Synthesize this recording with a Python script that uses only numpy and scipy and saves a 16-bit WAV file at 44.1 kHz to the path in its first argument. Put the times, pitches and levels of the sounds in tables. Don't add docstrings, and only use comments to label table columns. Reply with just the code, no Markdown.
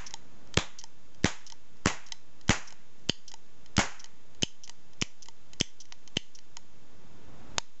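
import sys
import numpy as np
from scipy import signal
from scipy.io import wavfile

SR = 44100
rng = np.random.default_rng(int(sys.argv[2]) if len(sys.argv) > 2 else 0)


def put_to_file(sound):
    columns = np.atleast_2d(sound).T
    safe = np.clip(columns, -1, 1)
    whole_steps = np.round(safe * 32767)
    wavfile.write(sys.argv[1], SR, whole_steps.astype(np.int16))


N = 343980
T = np.arange(SR * 3 // 5) / SR
BRIEF = T[:SR // 10]

# start in seconds, crack level in dB, burn time in seconds, thump level in dB,
# base level of the echoes in dB, their tilt in dB per octave, boost of the chamber's whistle in dB.
CAP_SHOTS = [(-.13, -12, 0.0011, -10, -20.5, 0.5, 1), (0.5756, -16.5, 0.00047, -4, -30, 0, 11.5),
             (1.2453, -15.5, 0.00046, -5, -26.5, 1, 4.5), (1.8596, -13.5, 0.00032, -6.5, -25, 0, 0.5),
             (2.4943, -15.5, 0.0016, 0.5, -22, 0.5, -1), (3.7808, -17.5, 0.0013, -3.5, -21.5, 0, -0.5)]
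# frequency in Hz, relative level in dB.
CRACK_SPECTRUM = [(100, 0), (500, 2), (1100, 6), (1800, 4.5), (3000, -4.5), (5000, -5.5), (8000, -9.5)]
ECHO_SPECTRUM = [(60, -4), (150, -1), (350, -3.5), (550, 0.5), (850, 2), (1300, 0), (2000, 0.5), (2800, -3),
                 (3600, -9.5), (4400, -9), (5500, -8.5), (6800, -3.5), (8000, -15)]
# frequency in Hz, reverberation time (t60) in seconds.
GARDEN_T60 = [(100, 0.2), (400, 0.083), (900, 0.61), (2000, 0.68), (4000, .55), (7500, 0.51)]
# frequency in Hz, relative level in dB.
AIR_SPECTRUM = [(30, 1), (90, 3.5), (200, 1.5), (350, -3), (600, -7.5), (1400, -13.5), (2500, -21.5),
                (8000, -32)]
HISS_SPECTRUM = [(59, -39), (100, -17.5), (210, -5.5), (367, -15.5), (440, -17), (1010, -13.5), (1420, -15),
                 (1640, -14.5), (3450, -16), (7500, -18), (9750, -49), (16500, -120)]
# time in seconds, level in dB.
AIR_FLOOR = [(0, -62.5), (.55, -66), (.9, -69.5), (5.3, -69), (7.8, -71)]
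# frequency in Hz, level in dB.
WHINE_TONES = [(441, -79), (2665, -83), (3112, -83.5), (3553, -81.5), (6223, -88.5), (6665, -80)]
# start in seconds, scrape level in dB, pawl delay in seconds, pawl level
# in dB, stop delay in seconds, stop level in dB, boost of the stop's low modes in dB.
TRIGGER_RELEASES = [(.063, -32, .0455, -41.5, .0769, -28.5, 12), (.785, -33, .029, -45, .054, -35, 11),
                    (1.464, -37.5, .037, -39.5, .0585, -36.5, 13), (2.063, -43, .024, -48.5, .0588, -27, 1),
                    (2.673, -38.5, .033, -44.5, .0518, -42, 12), (3.278, -35.5, .039, -40, .0619, -36, 12),
                    (3.994, -38, .049, -36.5, .0644, -47.5, 10),
                    (4.635, -36, .0418, -41.5, .0607, -34.5, 8),
                    (5.222, -37.5, .0364, -45, .0635, -37.5, 10), (5.802, -36, .053, -51, .1215, -35, 6),
                    (6.349, -40.5, .0395, -43.5, .2204, -33, 10)]
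# frequency in Hz, relative level in dB, t60 in seconds.
FRAME_MODES = [(774, -24, 0.042), (915, -15, 0.039), (1363, -27.5, .012), (1960, -11, .026),
               (2450, -18.5, 0.0086), (3070, 0, 0.014), (4130, -5, 0.014), (4900, -3, 0.012),
               (5500, -1.5, 0.007), (6330, -0.5, 0.0085), (6850, -3.5, .008)]
# hammer landing in seconds, hammer level in dB, pawl lead in seconds,
# pawl level in dB, catch lead in seconds, catch level in dB.
TRIGGER_PULLS = [(0.5734, -14, .1, -55, .0318, -33), (1.2448, -23, .098, -53, .0103, -42),
                 (1.8592, -23.5, .09, -60, .009, -43), (2.4948, -21, .082, -48, .0135, -35),
                 (3.0959, -15.5, .1, -60, .007, -33), (3.7811, -23, .12, -46.5, .0141, -22.5),
                 (4.4325, -16, .084, -52.5, .0096, -23), (5.0234, -18, .09, -53, .0087, -23.5),
                 (5.6115, -16, .0776, -40, .01, -24), (6.1701, -18, .0937, -41, .01, -45)]
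# start in seconds, click level in dB, ring level in dB.
FRAME_LATCH = (7.5827, -16.5, -21)

GROUND_S = .0098


def amp(db):
    return 10 ** (np.asarray(db) / 20)


def read(points, hz):
    f, value = np.transpose(points)
    return np.interp(np.log(hz + 1), np.log(f), value)


def unit_rms(x):
    return x / np.sqrt(np.mean(x ** 2) + 1e-20)


def burst(x, db):
    return amp(db) * x / np.sqrt(np.sum(x ** 2) / (.002 * SR) + 1e-20)


def add(mix, s, sound):
    at = round(s * SR)
    sound = sound[max(-at, 0):]
    part = mix[max(at, 0):][:len(sound)]
    part += sound[:len(part)]


def colour(x, points, size=2048):
    log_gain = np.log(amp(read(points, abs(np.fft.fftfreq(size, 1 / SR)))))
    taps = np.fft.ifft(np.exp(np.conj(signal.hilbert(log_gain)))).real
    return signal.oaconvolve(x, taps)[:len(x)]


def chatter(decay_s, rise_s=0.0001):
    x = rng.standard_normal(len(BRIEF)) * np.exp(-BRIEF / decay_s) * (1 - np.exp(-BRIEF / rise_s))
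    return x / np.linalg.norm(x)


def overload_thump(db, rise_s, recover_s, leak, coupling_hz=155):
    bias = -amp(db) * np.minimum(T / rise_s, 1) * np.exp(-T / recover_s)
    return signal.lfilter(*signal.butter(2, coupling_hz, "high", fs=SR), bias) + leak * bias


def garden(early_t60=0.23, late_db=-13, spiky=0.15):
    reflections = rng.standard_normal(len(T))
    reflections *= np.exp(spiky * np.repeat(rng.standard_normal(len(T)), 20)[:len(T)])
    hz, t, spectrum = signal.stft(reflections, SR, nperseg=256)
    early = amp(-60 * t / early_t60)
    late = amp(late_db - 60 * t / read(GARDEN_T60, hz)[:, None])
    return signal.istft(spectrum * np.hypot(early, late), SR, nperseg=256)[1][:len(T)]


def caps(bounce_db=6, bounce_thump_db=15, walls_s=0.013, walls_db=8):
    sound, mic_gain = np.zeros(N), np.ones(N)
    for s, crack_db, burn_s, thump_db, echo_db, tilt_db, whistle_db in CAP_SHOTS:
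        blast = 0.82 * chatter(burn_s)
        blast[0] -= 1
        add(sound, s, burst(colour(blast, CRACK_SPECTRUM), crack_db))
        add(sound, s, overload_thump(thump_db, rise_s=1.46 * burn_s, recover_s=.02, leak=0.02))
        add(mic_gain, s + burn_s, -.97 * signal.windows.tukey(round(.0085 * SR), .1))
        tone = [(hz, db + tilt_db * np.log2(hz / 2000) + whistle_db * (abs(hz - 3600) < 400))
                for hz, db in ECHO_SPECTRUM]
        bounce = burst(colour(chatter(0.0053), tone), echo_db + bounce_db)
        thump = overload_thump(echo_db + bounce_thump_db, rise_s=.0017, recover_s=9.8 * burn_s, leak=.2)
        add(sound, s + GROUND_S, bounce)
        add(sound, s + GROUND_S, thump)
        add(sound, s + walls_s, burst(colour(garden(), tone), echo_db + walls_db))
    return sound, mic_gain


def outdoor_air(swell_db_per_s=15):
    t = np.arange(N) / SR
    cracks = np.array([CAP_SHOTS[0][0]] + [pull[0] for pull in TRIGGER_PULLS] + [FRAME_LATCH[0]])
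    since_crack = t - cracks[np.searchsorted(cracks, t) - 1]
    level_db = np.interp(t, *np.transpose(AIR_FLOOR)) + swell_db_per_s * since_crack
    return unit_rms(colour(rng.standard_normal(N), AIR_SPECTRUM)) * amp(level_db)


def camera_noise(hiss_db=-67):
    t = np.arange(N) / SR
    hiss = amp(hiss_db) * unit_rms(colour(rng.standard_normal(N), HISS_SPECTRUM))
    whine = sum(amp(db) * np.sin(2 * np.pi * (hz * t + rng.random())) for hz, db in WHINE_TONES)
    return hiss + np.sqrt(2) * whine


def slide(db, slips_per_s=1500, stroke_s=.015):
    slips = rng.standard_normal(len(BRIEF)) * (0.15 + (rng.random(len(BRIEF)) < slips_per_s / SR))
    stroke = np.minimum(BRIEF / 0.00098, 1) * np.exp(-(BRIEF / stroke_s) ** 2)
    spectrum = [(500, -42), (2500, -26), (3100, -8), (3700, -15.5), (4800, -7), (5600, 0),
                (6400, -2.5), (7500, -18.5)]
    return burst(colour(slips * stroke, spectrum), db)


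def frame(force, bass_db, chamber_db, tilt_db, damping):
    hz, db, t60 = np.array(FRAME_MODES).T[:, :, None]
    db = db + tilt_db * np.log2(hz / 3000) + bass_db * (hz < 1100) + chamber_db * (abs(hz - 3150) < 400)
    detune = 1 + .012 * rng.standard_normal(hz.shape)
    decay = amp(-60 * damping * BRIEF / t60)
    modes = decay * np.sin(2 * np.pi * (hz * detune * BRIEF + rng.random(hz.shape)))
    rings = signal.fftconvolve(force[None], modes, axes=1)[:, :len(BRIEF)]
    return (amp(db) * rings / np.linalg.norm(rings, axis=1, keepdims=True)).sum(0)


def knock(db, bass_db, chamber_db, tilt_db, rattle, rattle_s, tick, damping=1):
    force = rattle * chatter(rattle_s)
    force[0] += 1
    tick_spectrum = [(300, -15.5), (1500, -6.5), (3000, -0.5), (5500, -3), (8000, -6.5)]
    contact = colour(chatter(rattle_s), tick_spectrum)
    ring = frame(force, bass_db, chamber_db, tilt_db, damping)
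    return burst(burst(ring, 0) + tick * burst(contact, 0), db)


def pawl(db):
    return knock(db, bass_db=-5, chamber_db=-3.5, tilt_db=-3, rattle=0.47, rattle_s=0.0025, tick=0.29)


def stop(db, bass_db):
    return knock(db, bass_db, chamber_db=-3, tilt_db=-1.5, rattle=0.8, rattle_s=.0012, tick=0.3)


def catch(db, firm_db=-23):
    tilt_db = 6 + .7 * (db - firm_db)
    return knock(db, bass_db=-3, chamber_db=-3, tilt_db=tilt_db, rattle=1.5, rattle_s=.0009, tick=0.5)


def trigger():
    out = np.zeros(N)
    for s, _, pawl_s, pawl_db, catch_s, catch_db in TRIGGER_PULLS:
        add(out, s - pawl_s, pawl(pawl_db))
        add(out, s - catch_s, catch(catch_db))
    for s, scrape_db, pawl_s, pawl_db, stop_s, stop_db, bass_db in TRIGGER_RELEASES:
        add(out, s, slide(scrape_db))
        add(out, s + pawl_s, pawl(pawl_db))
        add(out, s + stop_s, stop(stop_db, bass_db))
    return out


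def hammer(swing_s=0.0024, swing_db=-26.5):
    blows, thumps = np.zeros(N), np.zeros(N)
    for s, db, *_ in TRIGGER_PULLS:
        swing = knock(swing_db, bass_db=.5, chamber_db=4, tilt_db=-1, rattle=1.5, rattle_s=.0055, tick=.7)
        landing = knock(db, bass_db=2, chamber_db=13, tilt_db=4, rattle=.97, rattle_s=.0006, tick=.2,
                        damping=1.5)
        add(blows, s - swing_s, swing)
        add(blows, s, landing)
        add(thumps, s, overload_thump(db + 6, rise_s=0.00087, recover_s=0.029, leak=0.11))
    return blows, thumps


def latch():
    s, click_db, ring_db = FRAME_LATCH
    out = np.zeros(N)
    spectrum = [(60, 5), (300, -1.5), (900, 4), (1400, 0.5), (2000, -2.5), (2750, 2.5), (3400, -1),
                (4300, 2.5), (6500, -4.5), (8000, -9)]
    click = colour(signal.unit_impulse(len(BRIEF)), spectrum)
    ring = knock(ring_db, bass_db=15.5, chamber_db=-2.5, tilt_db=3, rattle=.94, rattle_s=.00065, tick=.61)
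    add(out, s, burst(click, click_db))
    add(out, s + .0004, ring)
    return out


def scene(wet_db=-21, ground_db=-26, latch_wet=0.42):
    blows, thumps = hammer()
    bangs, mic_gain = caps()
    snap = latch()
    lockwork = blows + trigger()
    carry = [(500, -1), (1400, -1), (2000, 3.5), (2600, -1), (3100, -2.5), (3800, 2.5), (4900, 1.5),
             (7500, 2.5)]
    radiated = colour(lockwork + latch_wet * snap, carry)
    walls = garden(early_t60=0.27, late_db=-20.5, spiky=.22)
    echoes = np.zeros(N)
    add(echoes, GROUND_S, amp(wet_db) * signal.oaconvolve(radiated, walls / np.linalg.norm(walls)))
    add(echoes, GROUND_S, amp(ground_db) * lockwork)
    return ((lockwork + echoes) * mic_gain + snap + bangs + thumps + outdoor_air() + camera_noise())[None]


def record(dry):
    notch_hz, edge_hz, resting_offset = 4400, 7850, .023
    notched = signal.lfilter(*signal.iirnotch(notch_hz, Q=50, fs=SR), dry)
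    lowpass = signal.firwin(141, edge_hz, window=("kaiser", 7), fs=SR)
    return signal.oaconvolve(notched, lowpass[None], "same") + resting_offset


dry = scene()
out = record(dry)
put_to_file(out)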